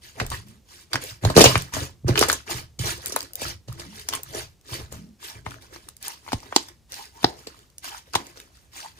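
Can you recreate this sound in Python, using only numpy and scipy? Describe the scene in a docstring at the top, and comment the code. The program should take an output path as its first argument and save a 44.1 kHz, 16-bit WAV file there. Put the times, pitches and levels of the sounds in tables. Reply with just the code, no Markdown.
"""At a table in a small quiet room, hands press and fold fluffy slime close to a stereo microphone.
Tiny bubbles fizz with every squeeze, trapped air pockets burst in wet, falling pops, and the hands
thump the table top. Later the slime is lifted and pulled into a sheet with a rising squish, about once
a second. Four times it claps shut on the air inside with a hollow plop."""
import sys
import numpy as np
from scipy import signal
from scipy.fft import rfft, irfft, next_fast_len
from scipy.io import wavfile

SR = 44100
rng = np.random.default_rng(int(sys.argv[2]) if len(sys.argv) > 2 else 0)


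def put_to_file(sound):
    """Save the sound as 16-bit audio at rate SR, in the file named by the first command-line argument."""
    columns = np.atleast_2d(sound).T  # one column per channel
    safe = np.clip(columns, -1, 1)
    whole_steps = np.round(safe * 32767)
    wavfile.write(sys.argv[1], SR, whole_steps.astype(np.int16))


N = 396459
SHORT, LONG = 8192, 2 * next_fast_len(N // 2 + 1)  # samples for one short sound and for the whole scene
T = np.arange(SHORT) / SR
HZ, ALL_HZ = np.fft.rfftfreq(SHORT, 1 / SR) + 1, np.fft.rfftfreq(LONG, 1 / SR)
OVERTONE = 2.3  # an air pocket's second pitch is this many times its first

def amp(db):
    """Turns decibels into a number to multiply by."""
    return 10 ** (np.asarray(db) / 20)

def look_up(curve, hz):
    """Reads smoothly between the rows of a (frequency, value) table."""
    row_hz, value = np.transpose(curve)
    return np.interp(np.log(hz + 1), np.log(row_hz), value)

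def unit(x):
    """Scales a sound to an energy of one per channel, on average."""
    return x / np.sqrt(np.mean(np.sum(x ** 2, -1)) + 1e-20)

def pan(left_db):
    """Gains that make the left side left_db louder than the right."""
    return amp([[left_db / 2], [-left_db / 2]])

def add(mix, start_s, sound):
    """Mixes a sound in at its start time."""
    part = mix[:, max(round(start_s * SR), 0):][:, :sound.shape[-1]]
    part += sound[..., :part.shape[1]]

def add_hit(mix, start_s, sound, lead_in=512):
    """Mixes in a short hit, first moving its soft lead-in from the end of the array to the front."""
    gain = np.sqrt(.005 * SR)  # an energy of one becomes a level of one over 5 ms
    fade = signal.windows.tukey(SHORT, lead_in / SHORT)
    add(mix, start_s - lead_in / SR, gain * np.roll(sound, lead_in, axis=-1) * fade)

def hump(centre_hz, octaves):
    """A bell-shaped filter curve around one pitch."""
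    return np.exp(-.5 * (np.log2(HZ / centre_hz) / octaves) ** 2)

def filtered(x, curve):
    """A short sound passed through a filter curve, with an energy of one."""
    return unit(irfft(rfft(x) * curve))

def coloured(x, tone):
    """Shapes a scene-long sound with a (Hz, dB) table and sets its average level to one."""
    return np.sqrt(N) * unit(irfft(rfft(x, LONG) * amp(look_up(tone, ALL_HZ)), LONG)[..., :N])

def resonate(x, hz, width_hz):
    """Makes x ring at a moving pitch by passing it twice through the same resonance."""
    turn, feedback = np.exp(2j * np.pi * np.cumsum(hz) / SR), np.exp(-np.pi * width_hz / SR)
    for _ in range(2):
        x = 2 * (turn * signal.lfilter([1 - feedback], [1, -feedback], x / turn + 1e-18)).real
    return x

def gulp(pitch_hz, octaves, turns):
    """A ringing push whose treble arrives before its bass, so the pitch drops; more turns, slower drop."""
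    phase = 2 * np.pi * (turns * np.log(HZ) + rng.random())
    tone = hump(.8 * pitch_hz, octaves) + .8 * hump(pitch_hz, .1)
    return unit(irfft(tone * np.exp(-1j * phase)))

def wet_gulp(pitch_hz):
    """Escaping air gulps and scatters off the hands and folds."""
    noise = rng.standard_normal((2, SHORT))
    splash = (noise[0] + .5 * noise) * T * np.exp(-T / .0048)
    scatter = filtered(splash, hump(pitch_hz, 1))
    air = np.roll(gulp(pitch_hz, octaves=.8, turns=1.4), round(.0007 * SR))
    return unit(air + .35 * scatter)

def crack(centre_hz, decay_s, octaves, ring, rise_s=.00019):
    """A skin of slime tears: a short burst of noise with a few narrow ringing pitches."""
    shared, apart = rng.standard_normal((2, 2, SHORT))
    snap = 4 * np.exp(-T / .00013)  # the first instant is the strongest
    envelope = (1 - np.exp(-T / rise_s)) ** 2 * (np.exp(-T / decay_s) + snap)
    side_rings = sum(hump(centre_hz * 2 ** k, .05) for k in rng.uniform(-1.4, 1, size=3))
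    rings = hump(centre_hz, .14) + side_rings
    bass_cut = HZ ** 2 / (HZ ** 2 + 1100 ** 2)
    tone = hump(centre_hz, octaves) * (1 + ring * rings) * bass_cut
    return filtered((shared[0] + 1.3 * apart) * envelope, tone)

def air_ring(hz, decay_s, octaves_per_s):
    """The air in an open pocket rings for a few cycles; its pitch slides as the pocket changes size."""
    pitch = hz * 2 ** (octaves_per_s * (np.minimum(T, 6 * decay_s) - decay_s))
    return unit(T * np.exp(-T / decay_s) * np.sin(2 * np.pi * np.cumsum(pitch) / SR))

# The tone of the quiet room. Each row: frequency in Hz, relative level in dB.
HUSH_TONE = [(20, -13), (65, 14.5), (130, 4), (400, -8), (1500, -19.5), (6000, -18.5), (15000, -27.5)]
def room_hush():
    """A faint, steady, mostly low noise."""
    noise = rng.standard_normal(N) + .5 * rng.standard_normal((2, N))
    return amp(-58.5) * coloured(noise, HUSH_TONE)

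# How long the room echoes. Each row: frequency in Hz, seconds to fade by 60 dB.
ECHO_TIMES = [(150, 0.19), (1000, 0.15), (5000, 0.19), (14000, 0.066)]
def room_echo(x):
    """Scattered reflections, each pitch fading at its own speed; the bass is alike on both sides."""
    reflections = rng.standard_normal((2, SR)) * (rng.random((2, SR)) < 3000 / SR)
    reflections *= np.arange(SR) > .003 * SR  # none in the first 3 ms
    hz, t, (left, right) = signal.stft(reflections, SR, nperseg=256)
    alike = np.exp(-(hz / 650) ** 2)[:, None]
    bands = np.array([left, alike * left + np.sqrt(1 - alike ** 2) * right])
    fade = amp(-60 * t / look_up(ECHO_TIMES, hz)[:, None])
    tail = signal.istft(bands * fade, SR, nperseg=256)[1]
    return signal.fftconvolve(x, unit(tail), axes=1)[:, :N]

# Slime dragging over the table. Each row: middle in seconds, swell time in seconds, level in dB,
# pitch in Hz.
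TABLE_DRAGS = [(0.403, 0.079, -51.5, 185), (3.907, 0.055, -45.5, 181), (5.025, 0.095, -45, 182)]
def groans():
    """Dragged slime sticks and slips, giving a low, rough groan that rises slightly."""
    out, t = np.zeros((1, N)), np.arange(SR) / SR - .5
    for middle, swell_s, db, hz in TABLE_DRAGS:
        pitch = hz * 2 ** (.05 * np.tanh(t / swell_s))
        slip = resonate(rng.standard_normal(SR), pitch, width_hz=90)
        swell = np.exp(-(t / swell_s) ** 2)
        add(out, middle - .5, amp(db) * swell * np.sqrt(SR) * unit(slip))
    return out

# The table top's own notes. Each row: pitch in Hz, relative level in dB, seconds to fade by 60 dB.
TABLE_NOTES = [(68, -19, .3), (114, -3, .14), (130, 0, .25), (173, -6, .22)]
def table_ring():
    """The table top rings with a few low, fading notes after one knock."""
    return unit(sum(amp(db - 60 * T / fade_s) * np.sin(2 * np.pi * hz * T)
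                    for hz, db, fade_s in TABLE_NOTES))

# Slime and hands landing on the table. Each row: start in seconds, level in dB, pitch in Hz,
# the table's ring in dB compared with the push.
LANDINGS = [(0.213, -24, 125.7, -0.5), (.232, -27, 41.97, -20), (.288, -31.5, 64.3, -10),
            (0.943, -33.5, 130, 7), (1.111, -46, 103.1, 10), (1.238, -15, 111.4, -4),
            (1.253, -18, 115.4, 8.5), (1.3, -26, 113.2, -6.5), (1.367, -6, 173.6, -25.5),
            (1.394, -5.5, 211.5, -27.5), (1.414, -24, 159.2, 2.5), (1.455, -24.5, 129.3, 15),
            (1.557, -17.5, 144.5, 3), (2.046, -21, 138.8, 7), (2.094, -22.5, 120.9, 12.5),
            (2.544, -32, 119.7, 4), (2.796, -24.5, 136.6, 6.5), (3.686, -40, 121.7, 15.5),
            (4.717, -33.5, 129.5, 4.5), (5.464, -31.5, 122.7, -13), (6.338, -21.5, 106.2, -19),
            (7.243, -18, 202.5, -14.5), (8.154, -26.5, 156.6, -14)]
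def thumps():
    """Soft, heavy landings set the table ringing."""
    out, table = np.zeros((2, N)), rfft(table_ring())
    for start, db, pitch_hz, ring_db in LANDINGS:
        push = gulp(pitch_hz, octaves=1, turns=1.3)
        add_hit(out, start - .002, amp(db) * (push + amp(ring_db) * filtered(push, table)))
    return out

def stroke(rise_s, hold_s, sag_db_per_s, release_db_per_s):
    """One move of the hands: the grip builds, sags while it is held, and lets go."""
    t = np.arange(SR) / SR
    held = np.maximum(t - rise_s, 0)
    drop_db = sag_db_per_s * np.minimum(held, hold_s) + release_db_per_s * np.maximum(held - hold_s, 0)
    return np.minimum(t / rise_s, 1) ** 2 * amp(-drop_db)

# Squeezes and folds. Each row: start, rise and hold in seconds, release in dB per second, strain in dB,
# wetness in dB compared with the strain, push on the table in dB.
HAND_SQUEEZES = [(0.0, 0.039, 0.023, 158.5, -45, -14.5, -55.5),
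                 (0.14, 0.06, 0.031, 259.5, -42.5, 7.5, -40.5),
                 (0.285, 0.037, 0.021, 240, -35.5, -6.5, -35.5), (0.452, .02, 0.063, 200, -57.5, -6, -55),
                 (0.639, 0.08, 0.099, 269, -47.5, -14, -67), (0.894, 0.044, 0.009, 270, -41.5, 6, -38),
                 (0.992, 0.031, 0.08, 246, -37, -11, -63), (1.208, 0.029, 0.075, 270, -37, 5.5, -41),
                 (1.342, 0.034, 0.095, 266, -16.5, 0.5, -26.5), (1.478, 0.034, 0.056, 146, -33, -2.5, -37),
                 (1.714, 0.026, 0.089, 290.5, -30.5, -1, -30.5),
                 (2.056, 0.03, 0.012, 273.5, -38.5, 16, -32), (2.138, 0.044, 0.055, 270, -25, -1.5, -34.5),
                 (2.279, 0.0077, 0.016, 215, -26, -9, -39.5), (2.453, 0.055, 0.01, 271, -30, 0, -43),
                 (2.534, 0.027, 0.028, 313.5, -38, -7, -39.5),
                 (2.787, 0.0053, 0.046, 269.5, -34.5, -7.5, -35),
                 (2.808, 0.058, 0.022, 214, -26.5, -8.5, -40), (2.953, 0.11, 0.19, 270, -41.5, -2.5, -49),
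                 (3.343, 0.09, 0.074, 435.5, -31, -10, -38.5),
                 (3.673, 0.0062, 0.071, 271, -50.5, -0.5, -40),
                 (3.765, 0.033, 0.0096, 183, -41.5, -1.5, -45), (3.852, 0.13, 0.028, 274, -41, -10.5, -50),
                 (4.044, 0.096, 0.018, 267, -38.5, 2, -46), (4.217, 0.075, 0.14, 273.5, -44.5, -11, -45.5),
                 (4.309, 0.052, 0.036, 297.5, -35, -5, -44), (4.622, 0.12, 0.0072, 276, -34, -3.5, -48),
                 (4.772, 0.022, 0.019, 215, -49.5, 3, -38), (4.904, 0.016, 0.024, 153.5, -45.5, -2.5, -41),
                 (5.307, 0.044, 0.028, 270, -60.5, 11, -42.5), (5.441, 0.02, 0.084, 241.5, -49, 4.5, -45),
                 (5.601, 0.015, 0.024, 203, -52.5, -4, -71.5), (5.677, 0.058, .012, 172.5, -47, -2, -53.5),
                 (5.816, 0.028, 0.058, 202, -60.5, -3, -59), (6.194, 0.081, 0.11, 271, -46.5, -10.5, -56.5),
                 (6.405, 0.028, 0.28, 274, -52, 3, -62.5), (6.536, 0.023, 0.029, 270.5, -38, -23, -59),
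                 (7.099, 0.074, 0.075, 275.5, -52, -9.5, -65.5), (7.205, 0.021, 0.07, 268, -45, 1, -47.5),
                 (7.324, 0.06, 0.16, 268, -52.5, -3.5, -66.5), (7.544, 0.032, 0.044, 122, -60, -0.5, -62),
                 (8.036, .04, 0.033, 267, -58.5, -3.5, -62.5),
                 (8.121, 0.021, 0.048, 270.5, -40.5, 0.5, -50.5), (8.235, 0.023, 0.04, 161, -52, 1, -70),
                 (8.343, 0.022, 0.024, 133.5, -50, -4.5, -70),
                 (8.498, 0.06, 0.074, 121.5, -60.5, -10, -77.5), (8.935, 0.052, 0.02, 273, -54.5, 0, -60)]
# Pulls into a sheet. Each row: start, rise and time until release in seconds, strain in dB,
# fade in dB per second as the sheet thins.
SHEET_PULLS = [(5.18, 0.056, 0.12, -39, 8.5), (5.989, 0.055, 0.13, -37.5, 34),
               (6.877, 0.055, 0.17, -39, 59.5), (7.805, 0.048, 0.16, -36, 65.5),
               (8.708, 0.057, 0.16, -38, 66.5)]
def hand_moves():
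    """How strong the fizz, crackle, squelch and table rumble are over time, as the hands work."""
    fizz, crackle, squelch, rumble = np.zeros((4, 1, N))
    sag_db_per_s = 26.5  # bubbles run out while the grip holds
    for start, rise, hold, release, db, wet_db, push_db in HAND_SQUEEZES:
        strain = amp(db) * stroke(rise, hold, sag_db_per_s, release)
        add(fizz, start, strain)
        add(crackle, start, strain * amp(-3 + .62 * wet_db))
        add(squelch, start, strain * amp(wet_db))
        push = amp(push_db) * stroke(rise, hold, sag_db_per_s, release_db_per_s=135.5)
        add(rumble, start + .007, push)  # the weight of the hands comes a little later
    for start, rise, length, db, thinning in SHEET_PULLS:
        strain = amp(db) * stroke(rise, length - rise, thinning, release_db_per_s=249)
        add(fizz, start, strain)
        add(crackle, start, strain * amp(-8.5))
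        add(squelch, start, strain * amp(-15))  # a pull is fairly dry
    return fizz, crackle, squelch, rumble

def bubbles(tone, pitches, count, spread_db, clump_db, sharpness):
    """A swarm of tiny ringing clicks, count of them at each pitch; like bubbles burst in clumps."""
    out, moments = np.zeros((2, N)), np.arange(0, N, SR // 55)
    together = rng.standard_normal(len(moments))
    for hz in np.geomspace(tone[0][0] * 1.187, tone[-1][0], pitches):
        at, clicks = rng.integers(0, N, count), np.full((2, N), 1e-20)
        clump = np.interp(at, moments, rng.standard_normal(len(moments)) + .5 * together)
        strength = amp(spread_db * np.minimum(rng.exponential(1, count), 4) + clump_db * clump)
        side = np.pi / 4 + rng.uniform(-.83, 1, count) * min(hz / 1300, 1)  # low notes stay central
        clicks[:, at] = strength * rng.choice([-1, 1], count) * np.array([np.cos(side), np.sin(side)])
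        out += signal.lfilter(*signal.iirpeak(min(hz, .45 * SR), sharpness, fs=SR), clicks)
    return coloured(out, tone)

# The tones of four bubble sizes, smallest first. Each row: frequency in Hz, relative level in dB.
FIZZ_TONE = [(1300, 0), (2200, -2), (5000, 1), (8000, -3.5), (15000, -11)]
PRICKLE_TONE = [(1600, -4), (3000, 0), (5000, 0), (8000, -8)]
CRACKLE_TONE = [(450, -15.5), (750, -6.5), (1200, -2.5), (2000, -6), (3200, -19.5)]
SQUELCH_TONE = [(150, -27.5), (260, 2), (350, 5), (620, -5.5), (1000, -24.5)]
def kneading():
    """Bubbles of four sizes burst as the slime is strained, and the table rumbles under it."""
    fizz, crackle, squelch, rumble = hand_moves()
    fine = bubbles(FIZZ_TONE, pitches=24, count=4200, spread_db=3.5, clump_db=3, sharpness=24)
    sticky = bubbles(CRACKLE_TONE, pitches=14, count=520, spread_db=4, clump_db=3, sharpness=7)
    wet = bubbles(SQUELCH_TONE, pitches=9, count=600, spread_db=4, clump_db=4.5, sharpness=13)
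    prickle = bubbles(PRICKLE_TONE, pitches=5, count=130, spread_db=4.5, clump_db=2, sharpness=5)
    drag = rng.standard_normal(N) + .29 * rng.standard_normal((2, N))
    table = unit(table_ring() + 1.3 * gulp(110, octaves=.89, turns=.756))
    boom = signal.fftconvolve(drag, table[None])[:, :N]
    return (amp(-1) * fizz * fine + crackle * (sticky + amp(-9.5) * prickle)
            + amp(-3) * squelch * wet + amp(-3.5) * rumble * boom)

# Small bubbles at the surface. Each row: start in seconds, level in dB, centre pitch in Hz.
SURFACE_TICKS = [(0.265, -32, 8400), (0.302, -29.5, 8540), (0.485, -50, 8200), (1.039, -32, 10900),
                 (1.578, -24, 8440), (1.621, -30.5, 8080), (2.192, -12.5, 8080), (2.317, -23.5, 8200),
                 (3.02, -44, 5500), (3.0595, -23.5, 8200), (3.082, -32, 11100), (3.162, -18, 10400),
                 (3.19, -36, 8200), (3.206, -27.5, 4530), (3.218, -37, 8200), (3.229, -34, 8200),
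                 (3.334, -34, 11900), (3.355, -22.5, 14300), (3.727, -40.5, 8160), (3.996, -39, 5000),
                 (4.0877, -23, 5940), (4.137, -27.5, 12000), (4.2331, -29, 14130), (4.612, -57, 6020),
                 (4.741, -32.5, 8220), (4.925, -37, 8150), (5.508, -41, 3540), (5.623, -48, 3970),
                 (5.888, -35, 9050), (5.967, -42, 8150), (6.027, -33.5, 9000), (6.081, -24.5, 10300),
                 (6.403, -45, 5000), (6.686, -43.5, 8250), (6.921, -33.5, 5960), (6.942, -35, 4500),
                 (7.055, -42.5, 4980), (7.402, -52.5, 5960), (7.591, -50.5, 4430), (7.701, -56.5, 5920),
                 (7.7821, -35, 9870), (7.844, -38.5, 8150), (7.981, -41.5, 4000), (8.268, -41, 8240),
                 (8.373, -46, 4000), (8.401, -40, 3580), (8.571, -53.5, 5000)]
def ticks():
    """Small bubbles snap with a short, bright crack."""
    out = np.zeros((2, N))
    for start, db, hz in SURFACE_TICKS:
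        add_hit(out, start, amp(db) * crack(hz, decay_s=.0016, octaves=1.5, ring=.8))
    return out

# Air squeezed through closing folds. Each row: middle in seconds, swell time in seconds, level in dB,
# pitch at the middle in Hz.
FOLD_SQUISHES = [(0.182, .008, -42, 750), (0.326, 0.014, -32, 1016), (0.341, 0.0087, -34, 1820),
                 (1.457, 0.049, -24.5, 2800), (1.517, 0.011, -28, 1100), (3.392, 0.052, -49.5, 600),
                 (4.142, 0.011, -34.5, 1076), (4.363, 0.053, -45, 610), (5.312, 0.054, -54, 877),
                 (6.091, 0.024, -42.5, 864), (7.003, 0.024, -42, 858), (7.187, 0.043, -51.5, 904),
                 (7.944, 0.038, -43.5, 886), (8.377, 0.0087, -48.5, 482), (8.851, 0.016, -38, 889)]
def squishes(bursts_per_s=2600, octaves_per_s=2.2):
    """Bursting bubbles ring the air in a fold; the fold shrinks, so its pitch rises."""
    out, t = np.zeros((2, N)), T - T.mean()
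    for middle, swell_s, db, hz in FOLD_SQUISHES:
        bursts = rng.standard_normal((3, SHORT)) * (rng.random((3, SHORT)) < bursts_per_s / SR)
        pitch = hz * 2 ** (octaves_per_s * t)
        swell = np.exp(-(t / swell_s) ** 2)
        ring = resonate((bursts[2] + .35 * bursts[:2]) * swell, pitch, width_hz=210)
        add(out, middle + t[0], amp(db) * np.linalg.norm(swell) * unit(ring))
    return out

# Whistling jets of air. Each row: start and length in seconds, level in dB, first and last pitch in Hz.
AIR_JETS = [(1.408, .012, -12, 1000, 4600), (1.556, .008, -20, 1500, 3000)]
def squirts():
    """A pocket is pinched flat and its last air chirps upward."""
    out = np.zeros((2, N))
    for start, length, db, first_hz, last_hz in AIR_JETS:
        progress = np.linspace(0, 1, round(length * SR))
        pitch = first_hz + (last_hz - first_hz) * progress
        add(out, start, amp(db) * np.sin(np.pi * progress) * np.sin(2 * np.pi * np.cumsum(pitch) / SR))
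    return out

# Soft bubbles opening. Each row: start in seconds, level in dB, pitch in Hz.
SOFT_BUBBLES = [(2.299, -16, 1630), (2.838, -38, 510), (2.877, -41, 805), (3.445, -44, 566),
                (4.136, -33, 1060), (4.797, -42, 403), (4.945, -48, 684), (5.4642, -28.5, 960),
                (5.886, -45.5, 1230), (6.264, -47, 970), (6.278, -36, 990), (6.288, -35.5, 930),
                (6.32, -26.5, 1060), (6.43, -45.5, 940), (8.142, -27, 1150)]
def plops(octaves_per_s=-28):
    """Soft bubbles open with a round, falling note, a weak overtone and a little splash."""
    out = np.zeros((2, N))
    for start, db, hz in SOFT_BUBBLES:
        decay_s = .87 / hz
        note = air_ring(hz, decay_s, octaves_per_s)
        overtone = amp(-11) * air_ring(OVERTONE * hz, decay_s, octaves_per_s)
        splash = amp(-8) * wet_gulp(hz)
        add_hit(out, start, amp(db) * (note + overtone + splash) * pan(left_db=4.5))
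    return out

# The sheet clapping shut. Each row: start in seconds; clap level in dB and pitch in Hz; delay of the
# plop in seconds; cavity level in dB and pitch in Hz; crack level in dB, centre in Hz, width in
# octaves, rise and decay in seconds; tail level in dB; left over right in dB.
SHEET_CLAPS = [(6.3299, -22, 850, 0.0011, -21.5, 292, -24.5, 3720, 1, 0.00036, 0.0064, -41, 0),
               (6.5623, -14.5, 914, 0.00024, -14.5, 352, -7.5, 4450, 0.67, 0.000092, 0.0031, -38, -2),
               (7.2428, -7.5, 821, 0.00052, -12.5, 325, -12, 4260, .33, 0.00117, 0.0025, -25.5, 0),
               (8.1517, -14, 954, .0035, -23.5, 479, -15.5, 3530, 1, .0003, 0.0077, -32, 0.5)]
def claps(decay_s=.0013, octaves_per_s=-45, tail_fade_s=.39):
    """Two wet faces meet with a crack; air plops out, and the closing cavity leaves a hollow ring."""
    out = np.zeros((2, N))
    for (start, clap_db, clap_hz, delay_s, cavity_db, cavity_hz,
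         crack_db, crack_hz, octaves, rise_s, tear_s, tail_db, left_db) in SHEET_CLAPS:
        note = air_ring(clap_hz, decay_s, octaves_per_s)
        overtone = amp(-17) * air_ring(OVERTONE * clap_hz, decay_s, octaves_per_s)
        cavity = air_ring(cavity_hz, .62 / cavity_hz, octaves_per_s)
        plop = np.roll(amp(clap_db) * (note + overtone) + amp(cavity_db) * cavity, round(delay_s * SR))
        smack = amp(crack_db) * crack(crack_hz, tear_s, octaves, ring=.41, rise_s=rise_s)
        splash = amp(clap_db - 8) * wet_gulp(clap_hz)
        air = rng.standard_normal(SHORT) + rng.standard_normal((2, SHORT))
        envelope = (1 - np.exp(-T / .0047)) * amp(-60 * T / tail_fade_s)
        hollow = (hump(1.3 * cavity_hz, .5) + .8 * hump(clap_hz, .22)
                  + .13 * hump(OVERTONE * clap_hz, .25) + .17 * hump(crack_hz, .15))
        tail = amp(tail_db) * filtered(air * envelope, hollow)
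        add_hit(out, start, (smack + splash + plop + tail) * pan(left_db))
    return out

# Air pockets bursting. Each row: start in seconds, gulp level in dB, gulp pitch in Hz,
# crack level in dB, crack centre in Hz, left over right in dB.
AIR_POCKETS = [(0.1995, -23, 1470, -28, 3800, -1), (0.203, -30, 1170, -23.5, 2320, -4),
               (.213, -27.5, 720, -41, 2400, 7), (0.317, -31, 960, -39, 4430, 4),
               (0.932, -24.5, 1580, -19.5, 4370, -3), (0.942, -24.5, 1090, -32, 5270, 4),
               (0.956, -18.5, 1590, -26.5, 5700, -1), (1.236, -26, 570, -46, 3900, 4),
               (1.2496, -17, 745, -21.5, 3870, -1.5), (1.3, -20.5, 600, -27.5, 4250, 1),
               (1.364, -4.5, 428, -11, 4260, -4.5), (1.376, 1, 460, -19, 4860, 1),
               (1.391, -4.5, 417, -13, 5300, -2), (1.4066, -6, 626, -9, 4200, 3),
               (1.414, -6.5, 420, -6.5, 5100, -1), (1.4403, -6, 720, -4.5, 6030, 0),
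               (1.4549, -7, 554, -13, 3800, -1), (1.458, -18, 910, -9, 2650, -1),
               (1.5545, -13.5, 1150, -18.5, 2660, 1), (1.737, -34, 1120, -27, 6260, -2),
               (1.766, -29, 646, -43.5, 4600, 13), (2.0816, -28.5, 550, -26, 5480, -3.5),
               (2.09, -14, 373, -31, 4600, -3.5), (2.156, -22.5, 1630, -25, 3000, 1),
               (2.176, -31, 1060, -16, 2860, -3), (2.181, -27, 1240, -29, 3740, 5),
               (2.211, -12, 480, -14.5, 5500, -2), (2.226, -13, 1170, -18.5, 4900, 4),
               (2.235, -22, 1010, -20.5, 4440, -3), (2.285, -23, 503, -20.5, 7050, -1),
               (2.2979, -21.5, 1160, -18.5, 4370, 1.5), (2.328, -26, 1020, -17, 7100, -0.5),
               (2.511, -31, 853, -31, 5320, -3), (2.791, -39.5, 489, -30.5, 4680, -0.5),
               (3.068, -43, 400, -27.5, 7740, 0), (3.095, -38, 367, -32, 6000, -3),
               (3.122, -35, 516, -26, 5950, -1), (3.162, -19, 990, -30, 3930, 2),
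               (3.417, -28.5, 542, -28, 7980, -0.5), (3.682, -40.5, 550, -42.5, 4290, -4.5),
               (3.797, -43, 592, -33, 4440, -1), (4.087, -33.5, 970, -22, 5450, 3),
               (4.126, -36.5, 908, -30, 3030, -2), (4.135, -32, 1120, -24.5, 2920, 1),
               (4.151, -38, 1300, -24.5, 8700, -5), (4.347, -29, 433, -32.5, 6350, -0.5),
               (4.922, -37, 508, -40, 7300, 2.5), (5.4627, -31, 1153, -44.5, 3410, 8),
               (5.7604, -40.5, 1118, -43.5, 4630, -2), (6.285, -44.5, 915, -40.5, 2800, 2.5),
               (6.32, -39, 1050, -34, 4500, 7), (6.524, -26, 1040, -41.5, 3230, 1),
               (6.685, -49, 1008, -41, 5350, -2.5), (7.2299, -36.5, 950, -33.5, 3490, 3),
               (7.47, -34, 460, -33, 4400, -0.5), (8.135, -39, 1434, -31, 4500, -1.5)]
def pops():
    """The skin of a pocket tears with a crack, then the escaping air gulps."""
    out = np.zeros((2, N))
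    for start, gulp_db, gulp_hz, crack_db, crack_hz, left_db in AIR_POCKETS:
        tear_s = .0057 * (1000 / gulp_hz) ** .45  # bigger, lower pockets tear for longer
        tear = amp(crack_db) * crack(crack_hz, tear_s, octaves=.96, ring=1.6)
        air = amp(gulp_db) * wet_gulp(gulp_hz)
        add_hit(out, start, (tear + air) * pan(left_db))
    return out

# How far the left side is ahead, for single sounds and for the kneading, which lies further left.
# Each row: frequency in Hz, head start in radians.
EVENT_LEAD = [(40, .1), (250, 0.5), (1000, 1.7), (2200, 0.56), (4000, 3.48), (9000, 4.04), (15000, 3.9)]
KNEADING_LEAD = [(40, 0.05), (300, 0.83), (1000, 1.4), (1500, 3.7), (2700, 6.3), (3800, 9.6), (5500, 16),
                 (15000, 33)]
def microphone(x, lead):
    """The left side of the microphone hears the table a little before the right."""
    shift = np.exp(.5j * look_up(lead, ALL_HZ) * np.array([[1], [-1]]))
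    return irfft(rfft(x, LONG) * shift)[:, :N]

def scene():
    """The slime and table reach the microphone, together with the room's echo and hush."""
    bursts = pops() + plops() + ticks() + squirts() + squishes()
    sheet, dough = claps(), kneading()
    knocks = (thumps() + groans()) * pan(left_db=-1.4)
    hush = room_hush()
    echo = room_echo(amp(-11.5) * bursts + amp(-17) * sheet + amp(-10) * dough + amp(-16) * knocks)
    direct = microphone(bursts + sheet + knocks, EVENT_LEAD) + microphone(dough, KNEADING_LEAD)
    return direct + echo + hush

def record(dry):
    """The loudest pops are clipped, then the treble above 15600 Hz is cut."""
    treble_cut = signal.firwin(401, 15600, window=("kaiser", 8), fs=SR)
    return signal.oaconvolve(np.clip(dry, -1, 1), treble_cut[None], "same")

dry = scene()
out = record(dry)
put_to_file(out)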